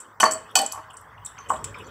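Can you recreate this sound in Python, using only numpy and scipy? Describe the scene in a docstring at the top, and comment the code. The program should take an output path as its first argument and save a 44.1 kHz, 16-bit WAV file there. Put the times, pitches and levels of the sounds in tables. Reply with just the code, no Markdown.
"""In a small kitchen, close to a phone, a wire whisk beats eggs and chopped vegetables in a glass bowl.
Clinks on the glass and dull knocks of the loaded bowl are sums of decaying modes, each with a noisy crack.
Wire ticks, a softer scrape near 1.5 s, low thuds, mid-band dabs and short high clicks are resonant noise
bursts coloured by the glass; a low-mid rumble swells with the heavy blows and dies away. The mix sloshes as
patchy noise with bubbles; the bowl's echo, a hum and a faint hiss fill the room."""
import sys
import numpy as np
from scipy import signal
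from scipy.fft import rfft, irfft, next_fast_len
from scipy.io import wavfile
from scipy.ndimage import uniform_filter1d

SR = 44100
rng = np.random.default_rng(int(sys.argv[2]) if len(sys.argv) > 2 else 0)


def how_loud(loudness_db):
    """Turn decibels into a plain amplitude multiplier (0 dB gives 1, 20 dB gives 10)."""
    steps = np.asarray(loudness_db, float) / 20
    return 10 ** steps


def put_to_file(sound):
    """Save the sound as 16-bit audio at rate SR, in the file named by the first command-line argument."""
    columns = np.atleast_2d(sound).T  # one column per channel
    safe = np.clip(columns, -1, 1)
    whole_steps = np.round(safe * 32767)
    wavfile.write(sys.argv[1], SR, whole_steps.astype(np.int16))


N = 83790  # length [samples]

# modes of the glass wall: (frequency [Hz], relative level [dB], free t60 [s])
GLASS_MODES = [(790, 11.5, 0.11), (1475, 9, 0.12), (1780, -2, .15), (2494, 3, 0.089), (3030, 2.5, 0.15),
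               (3270, -1, 0.089), (4502, -1.5, 0.13), (5290, -11, 0.04), (5540, -16.5, 0.027),
               (6040, -2.5, 0.077), (6740, -6.5, .08), (7300, -4, 0.032), (7750, -0.5, .065),
               (7850, -2.5, .09), (8420, -12, 0.052), (9330, -8, .09), (10500, -15.5, .12),
               (10400, -11.5, .06), (11400, -15.5, .1), (13230, -13.5, .08)]


def unit(x):
    """Normalisation by mean power: scales x to rms 1."""
    return x / np.sqrt(np.mean(x ** 2) + 1e-20)


def along(points, hz):
    """Logarithmic pitch scale: interpolates (frequency [Hz], value) points along it."""
    point_hz, value = np.transpose(points)
    return np.interp(np.log(hz + 1), np.log(point_hz + 1), value)


def curve(rows):
    """Linear envelope: one value per sample from (time [s], value) rows."""
    return np.interp(np.arange(N) / SR, *np.transpose(rows))


def filtered(x, response):
    """Linear filtering: the spectrum of x times a (complex) response of frequency."""
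    size = next_fast_len(len(x) + 8192)
    spectrum = rfft(x, size) * response(np.fft.rfftfreq(size, 1 / SR))
    return irfft(spectrum, size)[:len(x)]


def rush(bands, patchy_db):
    """Turbulence-like noise of rms 1: random gains smoothed over time and frequency make it patchy."""
    z = signal.stft(rng.standard_normal(N + 512), nperseg=512)[2]
    field = uniform_filter1d(rng.standard_normal(z.shape), size=5, axis=0)
    field = uniform_filter1d(field, size=6, axis=1)
    patchy = signal.istft(z * how_loud(patchy_db * unit(field)), nperseg=512)[1][:N]
    return unit(filtered(patchy, lambda hz: how_loud(along(bands, hz))))


def resonance(f, center, width):
    """Damped oscillator: complex response with gain 1 at its centre, width in Hz."""
    return 1j * f * width / (center * center - f * f + 1j * f * width)


def glassy(x, ring_db):
    """Forced vibration: x excites resonances at the glass modes; the total energy stays that of x."""
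    width_hz = 85

    def response(f):
        return 1 + how_loud(ring_db) * sum(resonance(f, hz, width_hz) for hz, *_ in GLASS_MODES)

    y = filtered(x, response)
    return y * np.linalg.norm(x) / np.linalg.norm(y)


def bursts(rows, rise_s, skirt_db, ring_db):
    """Resonant excitation: each decaying noise burst fills one resonance and sets the glass ringing."""
    out, t = np.zeros(N + SR), np.arange(SR // 5) / SR
    for start_s, level_db, center, octaves, t60 in rows:
        width = center * octaves * np.log(2)

        def response(f):
            skirt = how_loud(skirt_db) * (f / (f + center)) ** 2  # broad treble beneath the resonance
            return resonance(f, center, width) ** 2 + skirt

        noise = unit(filtered(rng.standard_normal(len(t)), response))
        # the noise is rms 1, so its level is set 9 dB under the nominal peak
        puff = how_loud(level_db - 9 - 60 * t / t60) * (1 - np.exp(-t / rise_s)) * noise
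        out[round(start_s * SR):][:len(t)] += glassy(puff, ring_db)
    return out[:N]


def struck(modes, blows, rise_s, crack_db, crack_s):
    """Modal superposition: a blow rings the modes near its favoured pitch, with a crack of like colour.

    crack_db is the crack's rms before decay, relative to a third of the ring's peak; crack_s is its t60."""
    waver_hz, waver_rad = 70, 0.81  # rate and rms size of the steps of each mode's phase walk
    out, t = np.zeros(N + SR), np.arange(SR // 4) / SR
    hz, mode_db, t60 = np.transpose(modes)[:, :, None]
    for start_s, peak_db, spot, reach, ring_share in blows:
        def near(f):
            return 1 / (1 + (np.log2((f + 1) / spot) / reach) ** 2) ** 2

        strength = how_loud(mode_db + rng.normal(0, 1.5, hz.shape)) * near(hz)
        steps = rng.standard_normal((len(modes), 64))
        steps[:, 0] = 0
        walks = steps.cumsum(1)
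        drift = waver_rad * np.array([np.interp(t * waver_hz, np.arange(64), walk) for walk in walks])
        decay = how_loud(-60 * t / (t60 * ring_share))
        ring = (strength * decay * np.sin(2 * np.pi * hz * t + drift)).sum(0)
        noise = filtered(rng.standard_normal(len(t)), lambda f: near(f) * f / (f + spot))
        crack = how_loud(crack_db - 60 * t / crack_s) * unit(noise) / 3
        blow = (ring / np.abs(ring).max() + crack) * (1 - np.exp(-t / rise_s))
        out[round(start_s * SR):][:len(t)] += how_loud(peak_db) * blow / np.abs(blow).max()
    return out[:N]


def room_hum():
    """Band-shaped random noise: a low hum whose level drifts."""
    # level of the hum: (time [s], level [dB])
    hum_level = [(0, -66.5), (.3, -54.5), (1.1, -54.5), (1.18, -47), (1.3, -55.5), (1.65, -42), (1.9, -48)]
    # spectrum of the hum: (frequency [Hz], relative density [dB per Hz])
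    hum_bands = [(18, -42.5), (30, -10.5), (43, -6.5), (59, 2.5), (81, -8.5), (102, 3), (123, -9),
                 (141, -8.5), (190, -17.5), (250, -41), (420, -120)]
    return how_loud(curve(hum_level)) * rush(hum_bands, patchy_db=0.5)


def low_mid_rumble():
    """Amplitude-modulated noise: low-mid rumble that swells with the heavy blows and dies away."""
    # level of the rumble: (time [s], level [dB])
    rumble_level = [(0, -61), (.07, -56.5), (.17, -68), (.24, -37.5), (.5, -61), (.59, -40.5), (.76, -65.5),
                    (1.45, -62), (1.52, -39), (1.59, -49), (1.9, -48)]
    # spectrum of the rumble: (frequency [Hz], relative density [dB per Hz])
    rumble_bands = [(110, -38.5), (190, -3), (238, -1), (312, -1), (390, -2), (435, 5.5), (600, -2),
                    (910, -57.5), (1540, -120)]
    return how_loud(curve(rumble_level)) * rush(rumble_bands, patchy_db=2.0)


def faint_hiss():
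    """Stationary coloured noise: a steady treble floor, patchy in time and frequency."""
    # spectrum of the hiss: (frequency [Hz], relative density [dB per Hz])
    hiss_bands = [(2500, -68), (3500, -12), (6000, -1), (8000, -9), (11000, -8), (14000, -5), (16000, 0.5)]
    return how_loud(-66) * rush(hiss_bands, patchy_db=4)


def bubbles():
    """Bubble resonance: short decaying tones that rise in pitch, at random times, scaled to rms 1."""
    per_second, middle_hz, cycles, loudness_range_db = 400, 1150, 6, 24
    draw = rng.random((int(per_second * N / SR), 3))  # time, pitch, loudness
    t = np.arange(1024) / SR
    hz = middle_hz * np.exp(0.4 * (2 * draw[:, 1:2] - 1))
    age = t * hz / cycles
    tone = np.sin(2 * np.pi * hz * t * (1 + 0.11 * age))
    grains = how_loud(loudness_range_db * draw[:, 2:]) * age * np.exp(-4 * age) * tone
    at = (draw[:, :1] * N).astype(int) + np.arange(len(t))
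    return unit(np.bincount(at.ravel(), grains.ravel(), N + len(t))[:N])


def slosh():
    """Turbulent flow: patchy wet noise with bubbles, and an upper band coloured by the glass modes."""
    # level of the slosh: (time [s], level [dB])
    slosh_level = [(0, -50.5), (.25, -53.5), (.4, -49.5), (.8, -48), (.95, -50), (1.22, -48.5), (1.73, -46),
                   (1.9, -45)]
    # spectrum of the slosh: (frequency [Hz], relative density [dB per Hz])
    slosh_bands = [(350, -54.5), (600, -17), (813, -11), (972, -6), (1050, -4), (2100, -15.5),
                   (2730, -47.5), (4620, -120)]
    # level of the upper band: (time [s], level [dB])
    fizz_level = [(0, -55), (.18, -76.5), (.5, -54.5), (.85, -61.5), (1.2, -66.5), (1.3, -58), (1.9, -51)]
    # spectrum of the upper band: (frequency [Hz], relative density [dB per Hz])
    fizz_bands = [(1700, -38.5), (2100, -18), (2500, 2), (3050, 3.5), (3800, 0), (4200, -15.5), (5300, -13),
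                  (9000, -18)]
    fizz = how_loud(curve(fizz_level)) * glassy(rush(fizz_bands, patchy_db=6.5), ring_db=1)
    wet = rush(slosh_bands, patchy_db=2.5) + how_loud(-7) * bubbles()
    return fizz + how_loud(curve(slosh_level)) * wet


def ticks_and_scrape():
    """Resonant bursts: bright wire ticks, and near 1.5 s a softer scrape made of longer bursts."""
    # bursts: (time [s], nominal peak [dB], centre [Hz], width [octaves], t60 [s])
    tick_rows = [(0.0014, -27.5, 8050, 0.53, 0.092), (0.2013, -8.5, 7760, 1, 0.076),
                 (0.2143, -11, 7300, 0.91, 0.035), (0.222, -6, 6580, 0.37, 0.037),
                 (0.2568, -16, 7100, 1, 0.057), (0.3101, -13, 7300, 0.92, 0.049),
                 (0.3198, -5.5, 7400, 0.33, 0.02), (0.3237, -18, 7600, 0.24, 0.065),
                 (0.3346, -8.5, 7920, 0.36, 0.023), (0.5125, -33, 10500, 0.77, 0.013),
                 (0.5552, -2.5, 7300, 0.3, 0.04), (0.5702, -3.5, 7600, 0.31, 0.048),
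                 (0.5902, -3, 7460, 0.3, 0.01), (0.6152, -5.5, 8430, 0.23, 0.012),
                 (0.6621, -9, 7520, 0.46, 0.022), (0.6684, -23, 7800, 0.23, 0.023),
                 (0.7217, -12, 7350, 0.64, 0.018), (0.7287, -26, 7600, 0.4, 0.084),
                 (0.7467, -30, 8030, 0.61, 0.046), (0.9037, -39, 8200, 0.93, 0.041),
                 (0.9325, -38.5, 8900, 0.16, 0.044), (0.94, -34, 8050, 0.25, 0.025),
                 (0.9697, -25, 8000, 0.38, 0.035), (1.0101, -41.5, 8200, 0.26, 0.032),
                 (1.2486, -22.5, 7700, 0.24, 0.048), (1.259, -13.5, 8090, 0.5, 0.025),
                 (1.487, -32, 8000, 0.6, 0.13), (1.496, -20.5, 7800, 0.39, 0.07),
                 (1.5078, -28, 7400, 0.27, 0.11), (1.515, -24.5, 7740, 0.15, 0.066),
                 (1.5308, -32, 7560, 0.35, 0.08), (1.5424, -34, 8150, 0.39, 0.06),
                 (1.5578, -29.5, 7800, 0.24, 0.046), (1.5704, -31.5, 7900, 0.54, 0.051),
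                 (1.6424, -8, 7800, 0.28, 0.015), (1.6461, -23.5, 7100, 0.59, 0.046),
                 (1.7841, -38.5, 9000, 0.23, 0.056)]
    return bursts(tick_rows, rise_s=0.00031, skirt_db=-11.5, ring_db=8)


def clinks():
    """Modal vibration of a shell: whisk on glass; the spot struck selects modes and the mix damps them."""
    # blows: (time [s], peak [dB], favoured pitch [Hz], reach [octaves], share of free ring time [1])
    clink_blows = [(0.2007, -12, 2430, 1.9, 0.9), (0.205, -11, 2960, 0.18, 0.16),
                   (0.207, -13, 6000, 0.23, 0.76), (0.213, -25, 4700, 0.1, 0.94),
                   (0.2377, -13, 6640, 0.79, 0.65), (0.2532, -18.5, 4400, 0.073, 0.51),
                   (0.263, -27, 3100, 0.21, 0.6), (0.554, -1, 4630, 1.62, 0.63),
                   (0.5634, -8.5, 5440, 0.82, 0.66), (0.5883, -10, 4820, 1.34, 0.25),
                   (0.595, -22.5, 3110, 0.08, 0.64), (0.7168, -29.5, 4600, 0.63, 0.19),
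                   (1.643, -36, 5290, 0.055, 0.51), (1.643, -28, 2860, 0.95, 0.19),
                   (0.967, -43, 5500, 0.28, 0.31)]
    return struck(GLASS_MODES, clink_blows, rise_s=0.00053, crack_db=-3.5, crack_s=0.043)


def narrow_bursts():
    """Band-limited transients: low thuds, mid-band dabs and short high clicks."""
    # bursts: (time [s], nominal peak [dB], centre [Hz], width [octaves], t60 [s])
    burst_rows = [(.203, -30, 307, 1, 0.061), (.231, -19, 252, 1, 0.065), (.588, -34.5, 242, 1, 0.26),
                  (.617, -13, 11100, 0.11, 0.02), (.722, -4.5, 10770, 0.43, 0.01),
                  (.899, -36, 3000, 0.27, 0.045), (.906, -23.5, 2950, 0.18, 0.029),
                  (1.012, -29, 11400, 0.55, 0.013), (1.178, -33, 2735, .2, 0.038),
                  (1.262, -28.5, 3665, 0.15, 0.063), (1.273, -37.5, 5730, .1, 0.052),
                  (1.379, -23, 2480, 0.44, 0.034), (1.384, -26.5, 6240, 0.1, 0.045),
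                  (1.402, -36.5, 6250, 0.076, 0.12), (1.404, -52, 4510, 0.032, 0.12),
                  (1.493, -24, 2900, 0.3, 0.051), (1.563, -21.5, 3500, 0.21, 0.018),
                  (1.743, -20, 2300, 0.34, 0.038), (1.841, -41, 6000, 0.06, 0.12),
                  (1.845, -50.5, 4500, 0.092, 0.16), (1.866, -33.5, 6950, 0.13, 0.043),
                  (.588, -22, 1880, 0.36, 0.15)]
    return bursts(burst_rows, rise_s=0.0016, skirt_db=-42.5, ring_db=1)


def knocks():
    """Mass-loaded vibration: dull knocks through the mix ring low modes of the bowl on the counter."""
    # low modes of the loaded bowl: (frequency [Hz], relative level [dB], free t60 [s])
    body_modes = [(240, -8.5, 0.15), (300, 10, 0.069), (638, -6, 0.31), (786, -4, 0.1), (858, -3, 0.075),
                  (907.4, -6, 0.13), (1056, 5, 0.036), (1126.6, 0, 0.067), (1227, -13, 0.024),
                  (1364, -8.5, 0.05), (1790, -1.5, 0.059)]
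    # blows: (time [s], peak [dB], favoured pitch [Hz], reach [octaves], share of free ring time [1])
    knock_blows = [(0.204, -14, 940, 0.42, 1), (0.23, -2.5, 1140, 1, 0.42), (0.238, -4.5, 1200, 0.45, 0.73),
                   (0.25, -11, 1280, 0.94, 0.92), (0.261, -6.5, 1010, 0.78, 0.65),
                   (0.274, -32, 638, 0.22, 0.71), (0.354, -29, 638, 0.52, 0.31),
                   (0.558, -14, 790, 0.27, 0.84), (0.574, -18, 1090, 0.22, 0.47),
                   (0.596, -19, 751, 0.16, 1), (0.615, -23.5, 770, 0.24, 0.51),
                   (0.634, -24.5, 716, 0.69, 0.23), (0.731, -28.5, 1030, 0.74, 0.99),
                   (0.745, -30.5, 1090, 0.23, 1), (0.758, -26.5, 1045, 0.62, 0.87),
                   (0.776, -26.5, 1070, 0.71, 0.43), (0.789, -30, 1005, 0.87, 1),
                   (0.899, -39, 980, 0.89, 0.7), (0.941, -39, 1067, 0.29, 1), (1.387, -35, 1250, 0.29, 1),
                   (1.494, -29, 1100, 0.59, 0.97), (1.503, -8.5, 1056, 0.44, 0.96),
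                   (1.52, -15, 960, 0.51, 0.33), (1.536, -21.5, 980, 1, 0.56), (1.544, -27.5, 910, 1, 0.48)]
    return struck(body_modes, knock_blows, rise_s=0.002, crack_db=-8.0, crack_s=0.037)


def kitchen_echo(x):
    """Diffuse reverberation: x convolved with noise tails in which each frequency has its own decay."""
    # reverberation of the kitchen: (frequency [Hz], t60 [s])
    room_t60 = [(200, 0.26), (800, 0.31), (2500, 0.42), (6000, 0.28), (14000, 0.22)]
    delay_s = 0.004
    out, block = np.zeros(N + 2 * SR), SR // 5  # a new tail for each 0.2 s
    for i in range(0, N, block):
        hz, t, z = signal.stft(rng.standard_normal(SR // 2), SR, nperseg=256)
        decay = how_loud(-60 * t / along(room_t60, hz)[:, None])
        tail = signal.istft(z * decay, SR, nperseg=256)[1]
        wet = signal.fftconvolve(x[i:i + block], tail / np.linalg.norm(tail))
        out[i + round(delay_s * SR):][:len(wet)] += wet
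    return out[:N]


def scene():
    """Superposition: the bowl, its echo, the rumble, the slosh and the room's own noise add linearly."""
    room = room_hum() + faint_hiss()
    rumble = low_mid_rumble()
    mix = slosh()
    bowl = ticks_and_scrape() + clinks() + narrow_bursts() + knocks()
    return (bowl + how_loud(-9.5) * kitchen_echo(bowl) + rumble + mix + room)[None]


def low_pass(x):
    """Removes everything above the highest recorded frequency."""
    return signal.sosfilt(signal.butter(12, 16820, fs=SR, output="sos"), x)


def record(dry):
    """Linear colouring, then saturation: overall spectral colour, soft clipping and a sharp band limit."""
    # overall colour, the banded spectrum of whisk and glass with a treble limit: (frequency [Hz], gain [dB])
    overall_colour = [(20, -29), (60, -5), (200, 2), (3500, -3), (4000, -4), (4500, 0), (6300, -2),
                      (6800, -6), (7300, 0.5), (9600, -2), (10300, -6), (12000, -3.5), (15500, -3.5),
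                      (15900, -19.5)]
    ceiling, knee, top_hz = 0.95, 6, 16800  # a higher knee bends more abruptly
    coloured = filtered(dry[0], lambda hz: how_loud(along(overall_colour, hz)))
    clipped = coloured / (1 + np.abs(coloured / ceiling) ** knee) ** (1 / knee)
    finished = filtered(clipped, lambda hz: hz < top_hz)[None]
    return low_pass(finished)


dry = scene()
out = record(dry)
put_to_file(out)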